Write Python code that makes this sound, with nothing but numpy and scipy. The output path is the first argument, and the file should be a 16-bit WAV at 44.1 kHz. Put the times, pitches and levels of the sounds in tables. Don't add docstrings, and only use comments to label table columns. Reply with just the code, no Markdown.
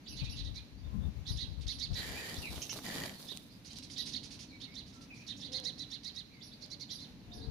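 import sys
import numpy as np
from scipy import signal
from scipy.fft import rfft, irfft
from scipy.io import wavfile
from scipy.ndimage import map_coordinates

SR = 44100
rng = np.random.default_rng(int(sys.argv[2]) if len(sys.argv) > 2 else 0)


def store_pcm(level_fs):
    pcm = np.round(np.clip(level_fs, -1, 1) * 32767).astype(np.int16)
    wavfile.write(sys.argv[1], SR, np.atleast_2d(pcm).T)


N = 330750
T = np.arange(N) / SR


def undb(db):
    return 10 ** (np.asarray(db) / 20)


def unit(x):
    return x / np.sqrt(np.mean(x ** 2) + 1e-18)


def pan(x, db):
    return unit(undb([[db / 2], [-db / 2]])) * x


def add(out, s, x):
    i = int(s * SR)
    out[..., i:i + x.shape[-1]] += x[..., :N - i]


def shape(x, points):
    hz, db = np.transpose(points)
    f = np.maximum(np.fft.rfftfreq(N, 1 / SR), 1)
    return irfft(rfft(x) * undb(np.interp(np.log(f), np.log(hz), db)), N)


def colour(x, points):
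    return unit(shape(x, points))


def ring(x, hz, width):
    return signal.lfilter(*signal.iirpeak(hz, hz / width, SR), x)


def wander(n, rate):
    at = np.arange(n) * rate / SR
    return map_coordinates(rng.standard_normal(4096), [at], order=2, mode="wrap")


def grains(rate, spread_db):
    chance = rng.random(N)
    size = np.minimum(rng.exponential(size=N), 5)
    sign = rng.standard_normal(N)
    return (chance < rate / SR) * undb(spread_db * size) * sign


def envelope(s, length, attack_s, release_s):
    rise = np.clip((T - s) / attack_s, 0, 1)
    return rise * np.exp(-np.maximum(T - s - length, 0) / release_s)


def contour(length, values):
    at = np.linspace(0, len(values) - 1, int(length * SR))
    return map_coordinates(np.array(values, float), [at], order=2, mode="nearest")


def voice(hz, partials_db, jitter, jitter_hz):
    phase = 2 * np.pi * np.cumsum(hz * (1 + jitter * wander(len(hz), jitter_hz))) / SR
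    return unit(sum(undb(db) * np.sin(k * phase) * (k * hz < SR / 2) for k, db in enumerate(partials_db, 1)))


def slurs(rows, partials_db, jitter, jitter_hz):
    out = np.zeros(N)
    for s, length, start_hz, end_hz, db in rows:
        note = voice(contour(length, [start_hz, end_hz]), partials_db, jitter, jitter_hz)
        add(out, s, note * contour(length, [0.068, 0.95, 0.77, 0.89, 0.059]) * undb(db))
    return out


def yard_echo(x, early_db, early_t60, late_db, late_t60):
    t = T[:SR // 2]
    early, late = rng.standard_normal((2, 2, len(t))) * (t > .002)
    tails = [early * undb(-60 * t / early_t60), late * undb(-60 * t / late_t60)]
    response = sum(undb(db) * h / np.linalg.norm(h, axis=1, keepdims=True)
                   for db, h in zip((early_db, late_db), tails))
    return signal.fftconvolve(x, response, axes=1)[:, :N]


# (f/Hz, relative level/dB per Hz)
RUMBLE = [(25, -42), (42, -6), (59, -4.5), (85, -1.5), (140, -0.5), (200, -1), (285, -0.5), (340, -12),
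          (480, -17), (750, -23.5), (1000, -24.5), (1400, -50), (2200, -61.5)]
HISS = [(500, 8.5), (1000, 4), (1500, 4.5), (2400, 7), (3200, 4), (4100, 5), (5200, 1), (6300, -0.5),
        (8000, -15), (10000, -9), (13500, -11), (15500, -14)]
# (t/s, level/dB before the rumble gain)
SWELL = [(3.3, -58.5), (4.25, -55), (4.61, -57.5), (4.77, -57), (5.18, -58.5), (5.62, -55), (6.24, -61),
         (7.1, -56)]


def outdoors(rumble_db=3, hiss_db=-64.0, waver_db=1):
    rumble = colour(rng.standard_normal(N) + 0.41 * rng.standard_normal((2, N)), RUMBLE)
    hiss = colour(rng.standard_normal((2, N)), HISS)
    swell_db = np.interp(T, *np.transpose(SWELL)) + waver_db * wander(N, 12)
    return undb(rumble_db + swell_db) * rumble + undb(hiss_db + wander(N, 12)) * hiss


# (f/Hz, relative level/dB per Hz)
BUFFET = [(20, -40), (36, -6), (55, 5), (110, 1.5), (190, -12), (280, -30.5), (500, -30), (1200, -39),
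          (4000, -58)]
# (t/s, length/s, level/dB before the breeze gain)
BREEZES = [(0.038, 1.98, -54.5), (7.137, 0.46, -58.5)]
BREEZE_ATTACK_S, BREEZE_RELEASE_S, TURBULENCE_DB, TURBULENCE_HZ = .08, 0.22, 4.5, 16
# (t/s, length/s, level/dB before the gust gain, eddy f/Hz)
GUSTS = [(.212, 0.027, -37.5, 117), (0.27, 0.27, -50.5, 86), (0.833, 0.055, -48, 72),
         (0.92, 0.17, -41, 186), (1.295, 0.021, -39.5, 80), (1.412, 0.11, -49, 80),
         (1.575, 0.024, -42, 133), (1.645, 0.037, -44.5, 68), (1.898, 0.03, -36.5, 85),
         (2.372, 0.039, -48, 60), (2.48, 0.11, -51, 65), (7.357, 0.025, -53, 55),
         (7.46, 0.049, -45.5, 55.5)]
GUST_ATTACK_S, GUST_RELEASE_S = 0.017, 0.012


def wind(breeze_db=4, gust_db=2, pan_db=20, eddy_db=-2):
    buffet = colour(rng.standard_normal((2, N)), BUFFET)
    breeze = sum(undb(db) * envelope(s, length, BREEZE_ATTACK_S, BREEZE_RELEASE_S) for s, length, db in BREEZES)
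    out = undb(breeze_db + TURBULENCE_DB * wander(N, TURBULENCE_HZ)) * breeze * buffet
    swirl = rng.standard_normal((2, N))
    for s, length, db, hz in GUSTS:
        eddy = undb(eddy_db) * unit(ring(ring(swirl, hz, 51), hz, 82))
        gust = undb(db + gust_db) * envelope(s, length, GUST_ATTACK_S, GUST_RELEASE_S)
        out += gust * (buffet + eddy)
    return pan(out, pan_db)


def flock(level_db=-70, spread_db=3, count=45):
    rows = [(a * T[-1], 0.043 * (1 + b), 3300 + 2200 * c, 3300 + 1800 * d, level_db + spread_db * (2 * e - 1))
            for a, b, c, d, e in rng.random((count, 5))]
    return pan(slurs(rows, [0], 0.041, 1120), -20)


# (t/s, length/s, start f/Hz, end f/Hz, level/dB relative to each other)
HENS = [(5.48, 0.14, 248.3, 284.5, -63.5), (5.5, 0.23, 256.6, 247.5, -68.5), (6.57, 0.23, 305, 285.5, -70),
        (7.24, 0.3, 344.3, 399.7, -67.5), (7.32, 0.2, 425, 460, -64.5)]
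# (f/Hz, relative level/dB)
THROAT = [(200, -40), (420, 12), (560, 6), (760, 8.5), (860, -8), (1000, -3), (1300, -15), (1700, -1),
          (2300, -41), (4000, -62)]


def hens(level_db=-74):
    calls = slurs(HENS, [0] * 7, 0.038, 200.7)
    return pan(undb(level_db) * colour(calls, THROAT), 0.64)


# (t/s, length/s, start f/Hz, end f/Hz, level/dB before far mix)
WHISTLES = [(.095, 0.036, 3040, 2500, -58.5), (.185, 0.039, 3130, 2320, -56),
            (.25, 0.037, 2320, 2750, -57.5), (.305, .04, 2580, 3020, -58.5), (.38, 0.035, 3100, 2390, -68),
            (.55, 0.049, 2264, 2490, -65), (.85, 0.19, 1060, 1036, -71), (2.14, 0.057, 2310, 2610, -52),
            (2.412, 0.076, 2896, 2163, -49.5), (2.455, .05, 4030, 3840, -54.5),
            (3.13, 0.052, 4150, 4460, -60.5), (3.685, 0.033, 3820, 4570, -59),
            (4.48, 0.039, 4340, 3940, -60.5), (4.53, 0.026, 3770, 4300, -61), (4.5, 0.078, 2350, 2234, -66),
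            (4.66, 0.084, 2150, 2245, -66), (4.93, 0.12, 1332, 1326, -71),
            (5.095, 0.042, 2600, 2375, -56.5), (5.15, 0.094, 2234, 2604, -63.5),
            (6.29, 0.13, 2400, 2020, -70), (6.51, 0.032, 3560, 4690, -55.5), (6.98, 0.016, 3420, 4370, -52),
            (7.403, 0.046, 3860, 4780, -57)]


def whistles():
    return pan(slurs(WHISTLES, [0, -28], 0.0365, 903), -2.6)


# (t/s, length/s, level/dB before gain)
PEEPS = [(0.058, 0.075, -47.5), (0.279, 0.05, -47), (1.253, 0.076, -45.5), (1.668, 0.084, -48),
         (2.355, 0.067, -49), (3.956, 0.062, -43), (6.404, 0.072, -51), (6.887, 0.07, -45),
         (7.309, 0.072, -52.5)]


def peeps(gain_db=-3, pan_db=-8, jitter=0.074):
    out = np.zeros(N)
    for s, length, db in PEEPS:
        pitch = contour(length, [3500, 3900, 5430, 5620, 5230, 4420])
        low = voice(pitch, [0], jitter, 1500)
        octave = voice(pitch, [-60, 0], jitter / 2, 1500)
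        note = low * contour(length, [0.23, 1.0, 0.96, 0.31, 0.35, 0.24, 1])
        note += octave * contour(length, [0.12, 0.0, 0.065, 0.14, 0.16, 0.22, 0.0])
        add(out, s, note * undb(db + gain_db))
    return pan(out, pan_db)


def far_calls(direct_db=-5):
    calls = peeps() + flock() + whistles() + hens()
    return undb(direct_db) * calls + yard_echo(calls, early_db=4.5, early_t60=0.17, late_db=-2, late_t60=0.6)


# (t/s, length/s, f/Hz, level/dB before gain)
RASPS = [(1.609, .032, 4190, -53.5), (2.558, 0.016, 3390, -48), (2.618, 0.017, 3097, -39),
         (2.694, 0.025, 2986, -39), (3.647, 0.041, 4840, -52), (3.701, 0.045, 4460, -52),
         (3.757, 0.04, 4530, -48), (3.825, 0.028, 4650, -48), (3.899, 0.046, 4690, -48),
         (4.057, 0.049, 4660, -43.5), (4.231, 0.035, 4700, -47.5), (4.306, 0.051, 4700, -49.5),
         (4.391, .05, 4680, -49), (4.864, 0.049, 4710, -59.5), (4.929, 0.048, 5200, -60),
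         (5.01, 0.037, 4680, -55.5), (5.141, 0.091, 5010, -60), (5.364, .041, 5440, -57)]
RASP_PAN_DB = -9.5


def rasps(gain_db=-2, octave_db=4):
    out = np.zeros((2, N))
    for s, length, hz, db in RASPS:
        second_db = np.interp(hz, [3100, 3500], [octave_db, -11])
        jitter = np.interp(hz, [3100, 4400], [.09, .21])
        note = voice(hz * contour(length, [0.88, 1.02, 1, 0.85]), [0, second_db, -27], jitter, 2500)
        note *= contour(length, [0.96, 0.86, 0.9, 0.45, 0.84, 0.41])
        add(out, s, pan(note * undb(db + gain_db), RASP_PAN_DB))
    return signal.sosfilt(signal.butter(4, 11500, fs=SR, output="sos"), out)


# (t/s, length/s, nominal crest f/Hz, level/dB before gain, roughness 0-1)
CHEEPS = [(0.154, 0.071, 4146, -46, 0.74), (.234, 0.031, 3790, -47, 0.8), (0.355, 0.067, 3970, -45.5, 0.72),
          (0.434, 0.069, 3955, -47, 0.38), (0.545, 0.058, 4070, -44.5, 0.3),
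          (1.265, 0.062, 3964, -40.5, 0.2), (1.36, 0.1, 3990, -39.5, 0.39), (1.667, .068, 4017, -37, 0.37),
          (1.785, .086, 4190, -37.5, 0.38), (1.93, 0.1, 4063, -39.5, .4), (2.347, 0.041, 3920, -50, 0.45),
          (3.271, 0.07, 3790, -41.5, 0.24), (3.969, 0.06, 3876, -36, 0.34),
          (4.122, 0.067, 4110, -36.5, 0.27), (4.601, 0.062, 3834, -43.5, 0.38),
          (4.74, 0.082, 4010, -43, 0.2), (5.266, 0.073, 3960, -40.5, 0.39), (5.399, 0.09, 3980, -43, 0.47),
          (5.519, 0.077, 4043, -35, 0.33), (5.638, .071, 4115, -34, 0), (5.78, .07, 4090, -39.5, 0.12),
          (5.902, 0.07, 4100, -40.5, 0.18), (6.033, .075, 4170, -40.5, 0.23),
          (6.149, 0.072, 4040, -41.5, 0.11), (6.609, 0.054, 4150, -47, 0.34),
          (6.702, 0.051, 4290, -42, 0.1), (6.797, 0.049, 4260, -41.5, 0.25), (6.898, 0.051, 4220, -41, 0.1),
          (6.991, 0.071, 4055, -46.5, 0.19), (7.386, 0.093, 3980, -55, 0.16)]
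CHEEP_PAN_DB = -12.5


def cheeps(buzz_hz=520, buzz_depth=0.37, buzz_swing=0.032, flick_db=-2, flick_s=.024, gain_db=-2,
           echo_db=-7, hoarse_echo_db=12):
    direct, sent = np.zeros((2, 2, N))
    for s, length, hz, db, rough in CHEEPS:
        pitch = hz / 2 * contour(length, [0.89, .92, .96, 1.01, 1.01, .88, 0.67])
        pitch *= 1 + 0.0269 * wander(len(pitch), 93.0)
        buzz = np.sin(2 * np.pi * np.cumsum(buzz_hz * (1 + 0.15 * wander(len(pitch), 294))) / SR)
        buzzing_pitch = pitch * (1 + buzz_swing * buzz)
        note = voice(buzzing_pitch, [-17, 7, -16, -25.0, -21, -36], 0.02 + 0.0945 * rough, 1500)
        note *= (1 + buzz_depth * buzz) * contour(length, [0.059, 0.28, 0.98, 1.0, 1, 0.47, 0.058])
        sweep = hz * contour(flick_s, [1.04, 1.22, 1.34, 1.4])
        flick = voice(sweep / 4, [-50, -11, 2, 11, 1.5, -44, -12, -6], 0.049 + 0.095 * rough, 1855)
        add(note, 0, undb(flick_db) * flick * contour(flick_s, [0.35, 0.44, 0.29, 0.44, 0.64, 0.22, 0]))
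        note = pan(note * undb(db + gain_db), CHEEP_PAN_DB)
        add(direct, s, note)
        add(sent, s, note * undb(echo_db + hoarse_echo_db * rough))
    return direct, sent


# (f/Hz, level/dB)
BIRD_COLOUR = [(1700, 1), (2500, 1), (4200, -1.5), (6200, 3), (8000, -5), (10300, -0.5), (13000, -8)]


def near_birds():
    direct, sent = cheeps()
    scolding = rasps()
    echo = yard_echo(sent + scolding, early_db=1, early_t60=0.12, late_db=-6.0, late_t60=0.79)
    return shape(direct + scolding + echo, BIRD_COLOUR)


# (t/s, peak level/dB before gain, f/Hz)
CLODS = [(2.527, -43, 400), (2.579, -42, 353), (2.729, -40.5, 353), (2.763, -44, 358), (2.789, -38, 673),
         (2.974, -52, 435), (3.051, -47, 433), (3.32, -44.5, 353)]
# (t/s, peak level/dB before gain)
GRIT = [(2.343, -29), (2.5255, -39), (3.228, -40.5), (3.3733, -30), (3.7326, -38), (3.7867, -35),
        (5.6, -37), (6.662, -46)]


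def patter(clod_db=5, grit_db=4, clod_s=0.0019, grit_s=0.00035):
    out, t = np.zeros((2, N)), T[:2048]
    for s, db, hz in CLODS:
        knock = ring(rng.standard_normal(len(t)) * np.exp(-t / clod_s), hz, 310)
        add(out, s, pan(knock / abs(knock).max() * undb(db + clod_db), 0.88))
    for s, db in GRIT:
        burst = rng.standard_normal((2, len(t))) * np.exp(-t / grit_s)
        tick = ring(ring(burst, 4000, 6500), 5400, 5700)
        add(out, s, tick / abs(tick).max() * undb(db + grit_db))
    return out


# (f/Hz, left minus right level/dB)
PORTS = [(1300, 17.5), (2400, -7), (4400, -5.5), (8000, 2.5), (11000, 1.5), (14000, 24.5)]


def ports(x):
    hz, db = np.transpose(PORTS)
    tilt = np.interp(np.log(np.fft.rfftfreq(N, 1 / SR) + 1), np.log(hz), db)
    return irfft(rfft(x) * undb(np.array([tilt, -tilt]) / 2), N)


# (f/Hz, width of one pass/Hz, relative level/dB)
QUILL = [(1877, 330, 11.5), (2280, 200, 5.5), (3100, 540, 3.5), (3970, 220, -10), (4690, 380, 4.5),
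         (5940, 220, -1.5), (7000, 880, -1.5)]
# (t/s, relative level/dB)
EXTRA_FLICKS = [(2.982, -1), (3.094, 15.5)]
SLOWING_PER_S = 0.58


def quills(start, start_rate, share, rattle_db=4, flick_spread_db=2):
    rate = start_rate * np.clip(1 - SLOWING_PER_S * (T - start), .5, 1)
    share = np.clip(share, 0, 1)
    phase = np.cumsum(rate * (1 + 0.13 * wander(N, 50))) / SR
    turns = np.floor(phase - phase[int(start * SR)])
    clicks = np.diff(turns, prepend=turns[0]) * undb(flick_spread_db * wander(N, 110))
    for s, db in EXTRA_FLICKS:
        add(clicks, s, undb([db]) / 2)
    decay = np.exp(-T[:256] / .0008)
    flicks = signal.lfilter(decay / np.linalg.norm(decay), 1, clicks * np.sqrt(SR / rate))
    rub = rng.standard_normal(N) + 4.3 * rng.standard_normal((2, N))
    push = np.sqrt(share * flicks ** 2 + 1 - share) * rub
    shafts = sum(undb(db) * ring(ring(push, hz, width), hz, width) for hz, width, db in QUILL)
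    return undb(rattle_db) * unit(shafts)


# (t/s, length/s, rattle level/dB, fanned air level/dB, quills flicked a second at the start,
# share of the rattle in sharp flicks 0-1); levels before layer gains
SHUDDERS = [(1.943, 0.37, -51, -57.5, 87, 0.03), (2.827, 0.21, -49.5, -48.5, 56, 0.47)]
SHUDDER_ATTACK_S, SHUDDER_RELEASE_S, AIR_RELEASE_S = 0.032, 0.066, 0.11
WING_SOIL_DB, WING_SAND_DB = -2.5, -3
# (t/s, length/s, scraped soil level/dB, thrown sand level/dB); levels before layer gains
KICKS = [(2.3, 0.16, -57, -55), (2.497, 0.075, -54, -52.5), (2.597, 0.048, -60.5, -53.5),
         (2.71, 0.068, -54.5, -53.5), (2.922, 0.15, -54.5, -53.5), (3.182, 0.062, -60.5, -56.5),
         (3.285, 0.053, -64, -60.5)]
KICK_ATTACK_S, KICK_RELEASE_S, KICK_AIR_DB = 0.015, 0.072, 1
SETTLE_S, SETTLE_DB = 0.33, -12.5
# (f/Hz, relative level/dB per Hz)
SOIL = [(200, 1.5), (400, 6), (750, 3), (1100, -1.5), (1400, -6), (2500, -9), (5000, -13), (8000, -38)]
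SAND = [(2000, -20), (3800, 12), (6000, 4), (8000, 0.5), (10500, 6), (13500, -0.5), (15500, -14)]
FANNING = [(60, -26), (120, 6), (160, 12.5), (210, 9), (260, 8), (380, -4), (600, -44)]


def bath(soil_db=2, sand_db=2, fan_db=0, surge_db=1.0):
    rattle = 0
    scrape, spray, fan = np.zeros((3, N))
    for s, length, db, air_db, rate, share in SHUDDERS:
        wing = undb(db) * envelope(s, length, SHUDDER_ATTACK_S, SHUDDER_RELEASE_S)
        rattle = rattle + wing * quills(s, rate, share)
        scrape += (undb(WING_SOIL_DB) * wing) ** 2
        spray += (undb(WING_SAND_DB) * wing) ** 2
        fan += (undb(air_db) * envelope(s, length, SHUDDER_ATTACK_S, AIR_RELEASE_S)) ** 2
    for s, length, scrape_db, spray_db in KICKS:
        leg = envelope(s, length, KICK_ATTACK_S, KICK_RELEASE_S)
        falling = undb(SETTLE_DB) * envelope(s, length, length, SETTLE_S)
        scrape += (undb(scrape_db) * leg) ** 2
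        spray += undb(spray_db) ** 2 * (leg ** 2 + falling ** 2)
        fan += (undb(scrape_db + KICK_AIR_DB) * leg) ** 2
    crumbs = grains(2500, 2.4) + 1.07 * np.array([grains(2500, 2.8), grains(2500, 2.6)])
    soil = colour(crumbs, SOIL) * undb(surge_db * wander(N, 40))
    sand = colour(np.array([grains(7000, 0.73), grains(7000, 3.8)]), SAND) * undb(1.55 * wander(N, 68))
    air = colour(rng.standard_normal(N) + 0.17 * rng.standard_normal((2, N)), FANNING)
    bright = ports(rattle + undb(sand_db) * np.sqrt(spray) * sand)
    return bright + undb(soil_db) * np.sqrt(scrape) * soil + undb(fan_db) * np.sqrt(fan) * air


def scene():
    return outdoors() + wind() + far_calls() + near_birds() + patter() + bath()


TOP_HZ = 15400


def record(dry):
    return signal.sosfilt(signal.ellip(8, .2, 70, TOP_HZ, fs=SR, output="sos"), dry)


dry = scene()
out = record(dry)
store_pcm(out)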